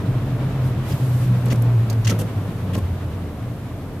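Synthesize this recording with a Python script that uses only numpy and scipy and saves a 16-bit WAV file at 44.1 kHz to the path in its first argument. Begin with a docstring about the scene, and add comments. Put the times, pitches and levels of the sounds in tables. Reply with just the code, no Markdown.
"""An engine's boom sinks and fades, heard inside a car slowing towards a junction in light rain.
One strong engine order carries the boom, with two weaker ones above it. A wiper sweeps up and back once:
its rubber scrapes and squeals on the glass in short slips, its linkage ticks and thuds at the turns.
Underneath, the road shakes the body and the cabin air, the tyres rush, and a faint hiss sits on top."""
import sys
import numpy as np
from scipy import signal
from scipy.fft import rfft, irfft, next_fast_len
from scipy.io import wavfile
from scipy.ndimage import map_coordinates

SR = 44100
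rng = np.random.default_rng(int(sys.argv[2]) if len(sys.argv) > 2 else 0)


def materialize(psi):
    """Save the field psi as 16-bit PCM at rate SR to the path in sys.argv[1].

    A 1-D psi becomes a single channel; in a 2-D psi each row is a channel.
    """
    bounded = np.clip(np.atleast_2d(psi).T, -1, 1)
    quanta = np.round(bounded * 32767).astype(np.int16)
    wavfile.write(sys.argv[1], SR, quanta)


N = 176400

# the booming order, falling with engine speed (time [s], pitch [Hz])
BOOM_PITCH = [(0, 130), (.65, 128.5), (1.05, 126), (1.45, 121.5), (1.75, 116.4), (2.08, 109), (2.35, 102),
              (2.75, 93), (3.2, 85), (4, 76)]
# the boom's swells and dips, ahead of its closing fade (time [s], level [dB])
BOOM_LEVEL = [(0.05, -28.5), (0.09, -17), (0.14, -33.5), (0.175, -17), (0.2, -44), (.24, -22), (.41, -24.5),
              (0.45, -19), (0.5, -27), (0.67, -17.5), (0.7, -28), (0.78, -24), (0.82, -28), (0.95, -19),
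              (0.975, -24), (1.02, -19.5), (1.11, -22.5), (1.16, -16), (1.2, -20), (1.32, -14), (1.42, -21),
              (1.48, -17.5), (1.56, -20), (1.62, -16.5), (1.82, -14.5), (1.88, -22), (2.0, -16.5),
              (2.025, -28), (2.06, -16.5), (2.35, -34), (2.38, -20.5), (2.53, -35.5), (2.7, -28),
              (2.74, -33), (2.78, -20), (2.81, -28), (2.85, -17.5), (2.89, -29), (2.93, -18), (2.97, -29.5),
              (3.19, -24), (3.4, -26)]
# unsteadiness of the boom (time [s], phase wander [rad])
BOOM_WANDER = [(0, 0.19), (.8, 1.23), (1.2, 0.25), (2.1, 0.35), (2.5, 0.65), (4, 1.1)]
# weaker engine orders (multiple of the boom's pitch, level against the boom [dB])
UPPER_ORDERS = [(1.5, -26), (2, -31.5)]
FADE_START_S, FADE_DB_PER_S, FLUTTER_DB = 3.07, 30, 0.4

# slips of the rubber (middle [s], length [s], groan [dB], squeak [dB], fizz [dB])
SLIPS = [(0.918, 0.033, -42, -51, -65), (1.46, 0.0071, -47, -50, -40.5), (1.512, 0.018, -35.5, -40, -49),
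         (1.528, 0.0105, -38, -42, -40.5), (1.56, .007, -55, -47, -48), (1.623, 0.0062, -50, -49, -42),
         (2.0545, 0.014, -36.5, -34.5, -51), (2.074, 0.009, -28, -33.5, -43),
         (2.0785, 0.0061, -34, -29.5, -43), (2.091, 0.019, -33.5, -38, -42), (2.103, 0.0096, -34, -30, -36),
         (2.111, 0.01, -35, -32.5, -41), (2.125, 0.012, -36.5, -56, -48), (2.198, 0.018, -42, -42.5, -36.5),
         (2.216, 0.012, -42.5, -45, -39), (2.742, 0.016, -38, -50, -46), (2.753, 0.0067, -38, -43, -43),
         (2.785, 0.014, -45, -53, -44.5)]
# low, middle and high resonances of blade and glass (centre [Hz], width [Hz], gain [dB])
GROAN_MODES = [(1290, 620, -2.5), (1960, 250, 5), (2650, 410, 5), (3400, 1040, 1.5)]
SQUEAK_MODES = [(4500, 360, 1), (5170, 85, 4), (5320, 130, 2), (5740, 190, 5.5), (6430, 660, 2.5)]
FIZZ_MODES = [(7400, 550, 0.72), (10800, 3400, 1), (13800, 900, -1)]
# brief squeals of the rubber (middle [s], length [s], pitch [Hz], glide [Hz/s], level [dB])
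SQUEALS = [(0.927, 0.0084, 4980, 0, -44), (1.526, 0.0082, 2090, 25000, -35),
           (1.625, 0.0083, 12300, 400000, -42.5), (2.097, .005, 2250, 0, -30.5),
           (2.118, 0.016, 1313, 0, -34), (2.747, 0.0064, 3020, -30000, -45), (2.789, 0.014, 1060, 0, -38)]
CATCHES_PER_S, CATCH_SHARE = 3300, 0.25  # share of the power driving the resonances
SQUEAL_ROUGH_RAD, SQUEAL_ROUGH_CYCLES = 0.5, 3  # phase jitter, and the cycles over which it changes

# ticks of the linkage (time [s], level [dB])
TICKS = [(1.483, -37), (1.899, -25.5), (1.9275, -36), (2.765, -37)]
# blows of the wiper arm (time [s], thud [dB], ring [dB], knock [dB])
ARM_BLOWS = [(1.462, -22.5, -48, -29), (1.513, -27, -30, -30), (1.5208, -19, -23, -27.5),
             (2.092, -20, -27, -34), (2.117, -19.5, -19, -30), (2.19, -22.5, -19, -53),
             (2.215, -22, -22, -34), (2.7501, -23.5, -25, -25), (2.774, -25.5, -28.5, -38)]
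# colour of the bright tick and the dull thud (frequency [Hz], relative level [dB])
TICK_TONE = [(800, -11), (3500, -11), (4600, 2.5), (5300, -5), (6300, -1.5), (8000, -8), (10000, -7),
             (14500, -5.5)]
THUD_TONE = [(60, -12), (150, 3), (250, 1.5), (330, -6.5), (450, -7), (700, -21), (3000, -41)]
# ringing modes of the arm (pitch [Hz], gain [dB], 60 dB decay time [s])
ARM_MODES = [(239, -8, 0.25), (305, -3.5, 0.068), (487, -3, 0.097), (620, -9.5, 0.094)]
# modes of the panel under the arm (centre [Hz], width [Hz], gain [dB])
PANEL_MODES = [(670, 190, 0.5), (1043, 174, 2.5), (1820, 1000, -9)]
BLOW_ATTACK_S = 0.0018

# shared fader for rumble, cabin air and road roar (time [s], level [dB])
ROAD_LEVEL = [(0.0, -34), (2.32, -36), (3.34, -38), (4.0, -39.5)]
# deep rumble, riding on that fader (time [s], boost [dB])
RUMBLE_BOOST = [(0, 5), (1.15, 6), (1.5, 5), (3, 3.5), (4, 4)]
# tyre rush, ahead of its trim (time [s], level [dB])
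TYRE_LEVEL = [(0.0, -44), (2.15, -45.5), (3.66, -50.5), (4.0, -52)]
# soft jolts from the road (time [s], level [dB])
BUMPS = [(.722, -21), (2.462, -22.5), (2.635, -23)]
# colour of rumble, roar, tyres and jolts (frequency [Hz], relative level [dB])
RUMBLE_TONE = [(15, -24), (28, -19), (42, -3), (55, -4), (70, -9), (95, 4), (140, -7.5), (220, -39),
               (500, -63)]
ROAR_TONE = [(100, -31), (180, -0.5), (280, -4.5), (370, -2.5), (490, -4.5), (650, -4.5), (800, -11),
             (1100, -12.5), (1500, -19), (2500, -28), (6000, -66)]
TYRE_TONE = [(500, 5), (1200, 6), (1800, 2), (2600, -0.5), (3600, -3.5), (5000, -11.5), (8000, -18.5),
             (15000, -32)]
BUMP_TONE = [(100, -12), (180, 26), (280, -27), (400, -32), (900, -53)]
# air modes of the cabin (centre [Hz], width [Hz], gain [dB])
AIR_MODES = [(117.2, 14.4, 3.5), (174.3, 14.9, -3.5), (215.1, 9.5, -4.5), (287.6, 20.7, -7.5),
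             (340.4, 16, -14.5), (470, 38, -19)]
AIR_TRIM_DB, ROAR_TRIM_DB, TYRE_TRIM_DB = 7.5, -0.5, 3.5

# the faint hiss (time [s], level [dB])
HISS_LEVEL = [(.6, -49.5), (.67, -43.5), (.74, -50.5), (.83, -49.5), (.9, -36.5), (.96, -42), (1.1, -42.5),
              (1.24, -40), (1.3, -46.5), (1.7, -48), (2.5, -48.5), (3.3, -51)]
# its colour (frequency [Hz], relative level [dB])
HISS_TONE = [(300, -1), (1500, 2), (4000, -0.5), (7000, -2.5), (10000, -1.5), (14000, 0.5)]
# stereo image: centred bass, wide treble (frequency [Hz], left-right likeness [0-1])
CABIN_IMAGE = [(30, 0.9), (110, 1), (500, 0.94), (1000, 0.83), (2000, 0.37), (4000, 0.029)]


def engine():
    """One strong order booms in the cabin, sinks with engine speed and dies away towards idle."""
    phase = 2 * np.pi * np.cumsum(curve(BOOM_PITCH)) / SR
    tone = np.sin(phase + curve(BOOM_WANDER) * wobble(22))
    tone *= amp(FLUTTER_DB * wobble(23.17))
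    for multiple, db in UPPER_ORDERS:
        tone += amp(db + 7.6 * wobble(7.49)) * np.sin(multiple * phase + wobble(20))
    fade_db = FADE_DB_PER_S * np.maximum(clock() - FADE_START_S, 0)
    return np.sqrt(2) * tone * amp(curve(BOOM_LEVEL) - fade_db)


def wiper_blade():
    """Rubber slips on glass, each slip its own mix of groan, squeak and fizz; now and then it squeals."""
    out = np.zeros((2, N))
    for band, modes in enumerate([GROAN_MODES, SQUEAK_MODES, FIZZ_MODES]):
        envelope = sum(amp(levels[band]) * swell(middle, length) for middle, length, *levels in SLIPS)
        out += envelope * friction(modes)
    for middle, length, hz, glide, db in SQUEALS:
        t = clock() - middle
        phase = 2 * np.pi * (hz * t + glide * t ** 2 / 2)
        phase += SQUEAL_ROUGH_RAD * wobble(hz / SQUEAL_ROUGH_CYCLES)
        out += amp(db) * swell(middle, length) * np.sqrt(2) * np.sin(phase)
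    return out


def friction(modes, likeness=0.31):
    """Tiny random catches over smooth rubbing excite the blade and glass."""
    catches = unit(rng.choice([-1, 1], (2, N)) * (rng.random((2, N)) < CATCHES_PER_S / SR))
    drive = np.sqrt(CATCH_SHARE) * catches + np.sqrt(1 - CATCH_SHARE) * white()
    return stereo(drive, lambda hz: resonances(modes, hz), image=[(1000, likeness)])


def wiper_linkage():
    """Play in the joints ticks; the arm thuds into the body and knocks on its panel."""
    ticks = strikes(TICKS, attack_s=0.00039, t60_s=0.046) * rush(TICK_TONE)
    thud_hits = [(start, db) for start, db, _, _ in ARM_BLOWS]
    thuds = strikes(thud_hits, BLOW_ATTACK_S, t60_s=0.18) * rush(THUD_TONE)
    knock_hits = [(start, db) for start, _, _, db in ARM_BLOWS]
    panel = stereo(white(), lambda hz: resonances(PANEL_MODES, hz))
    knocks = strikes(knock_hits, BLOW_ATTACK_S, t60_s=0.061) * panel
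    return ticks + thuds + knocks


def wiper_arm():
    """The arm rings as it starts, turns and parks, a little differently at each blow."""
    out = np.zeros((2, N))
    t = np.arange(SR // 4) / SR
    attack = 1 - np.exp(-t / BLOW_ATTACK_S)
    for start, _, ring_db, _ in ARM_BLOWS:
        first = round(start * SR)
        for hz, db, t60 in ARM_MODES:
            decay = amp(ring_db + db + rng.normal(0, 1.5) - 60 * t / t60)
            pitch = hz * rng.normal(1, 0.017)
            out[:, first:first + len(t)] += attack * decay * np.sin(2 * np.pi * pitch * t)
    return out


def road():
    """The road shakes and jolts the body and the cabin air; the tyres rush, less as the car slows."""
    def air_response(hz):  # rolled off above 650 Hz and below 55 Hz
        return resonances(AIR_MODES, hz) / (1 + (hz / 650) ** 4) * hz ** 2 / (hz ** 2 + 55 ** 2)

    air = amp(AIR_TRIM_DB) * stereo(white(), air_response)
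    rumble = amp(curve(RUMBLE_BOOST)) * rush(RUMBLE_TONE)
    roar = amp(ROAR_TRIM_DB + 1.07 * wobble(14)) * rush(ROAR_TONE)
    tyres = amp(curve(TYRE_LEVEL) + TYRE_TRIM_DB + 1.27 * wobble(31.07)) * rush(TYRE_TONE)
    jolts = strikes(BUMPS, attack_s=0.018, t60_s=0.41) * rush(BUMP_TONE)
    return amp(curve(ROAD_LEVEL)) * (rumble + air + roar) + tyres + jolts


def hiss():
    """A faint, wide hiss that swells for a moment before the sweep."""
    return amp(curve(HISS_LEVEL)) * rush(HISS_TONE)


def cabin_reverb(x, wet_db=-17.5, t60_s=0.22):
    """Glass and trim add short, dense reflections."""
    t = np.arange(SR // 5) / SR
    tail = rng.standard_normal((2, len(t))) * amp(-60 * t / t60_s)
    tail /= np.linalg.norm(tail[0])
    return x + amp(wet_db) * signal.fftconvolve(x, tail, axes=1)[:, :N]


def amp(db):
    """Decibels to gain."""
    return 10 ** (np.asarray(db) / 20)


def unit(x):
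    """Scale to rms 1."""
    return x / np.sqrt(np.mean(x ** 2) + 1e-20)


def clock():
    """Time of each sample in seconds."""
    return np.arange(N) / SR


def curve(points):
    """An automation lane through (time [s], value) points."""
    return np.interp(clock(), *np.transpose(points))


def along(points, hz):
    """Read (frequency [Hz], value) points on a log frequency axis."""
    freqs, values = np.transpose(points)
    return np.interp(np.log(hz + 1), np.log(freqs + 1), values)


def wobble(rate):
    """Smooth random modulation, with rate knots a second."""
    return map_coordinates(rng.standard_normal(1000), [clock() * rate], mode="wrap")


def swell(middle, length, squareness=4.6):
    """A flat-topped burst envelope with rounded edges."""
    distance = np.abs(2 * (clock() - middle) / length)
    return np.exp(-np.minimum(distance, 10) ** squareness / 2)


def strikes(hits, attack_s, t60_s):
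    """The summed envelopes of hits (time [s], level [dB]) that rise fast and die away."""
    ages = [(np.maximum(clock() - start, 0), db) for start, db in hits]
    return sum(amp(db - 60 * age / t60_s) * (1 - np.exp(-age / attack_s)) for age, db in ages)


def resonances(modes, hz):
    """The response of parallel band-pass modes of alternating polarity."""
    return sum((-1) ** k * amp(db) * 1j * hz * width / (centre ** 2 - hz ** 2 + 1j * hz * width)
               for k, (centre, width, db) in enumerate(modes))


def filtered(x, response):
    """Shape x with a frequency response."""
    size = next_fast_len(N + SR // 2)
    hz = np.fft.rfftfreq(size, 1 / SR)
    return irfft(rfft(x, size) * response(hz), size)[..., :N]


def stereo(pair, response, image=CABIN_IMAGE):
    """Two unrelated signals become a coloured, partly alike left and right of rms 1."""
    def mid_side(hz):
        angle = np.arccos(np.clip(along(image, hz), -1, .999)) / 2
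        return response(hz) * np.array([np.cos(angle), np.sin(angle)])

    mid, side = filtered(pair, mid_side)
    return unit(np.array([mid + side, mid - side]))


def white():
    """Two unrelated channels of white noise."""
    return rng.standard_normal((2, N))


def rush(tone):
    """Stereo noise of the given colour."""
    return stereo(white(), lambda hz: amp(along(tone, hz)))


def scene():
    """The mix from the front seat; the car's bass arrives slightly earlier on the left."""
    def left_lead(hz, bass_lead_s=0.00003):
        return np.exp(np.pi * 1j * hz * bass_lead_s * np.array([[1], [-1]]) / (1 + hz / 5000))

    car = filtered(engine() + road(), left_lead)
    wiper = cabin_reverb(wiper_blade() + wiper_linkage() + wiper_arm())
    return car + wiper + hiss()


def record(dry, top_hz=14500):
    """A brick-wall low-pass takes off the highest treble."""
    return filtered(dry, lambda hz: hz < top_hz)


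dry = scene()
out = record(dry)
materialize(out)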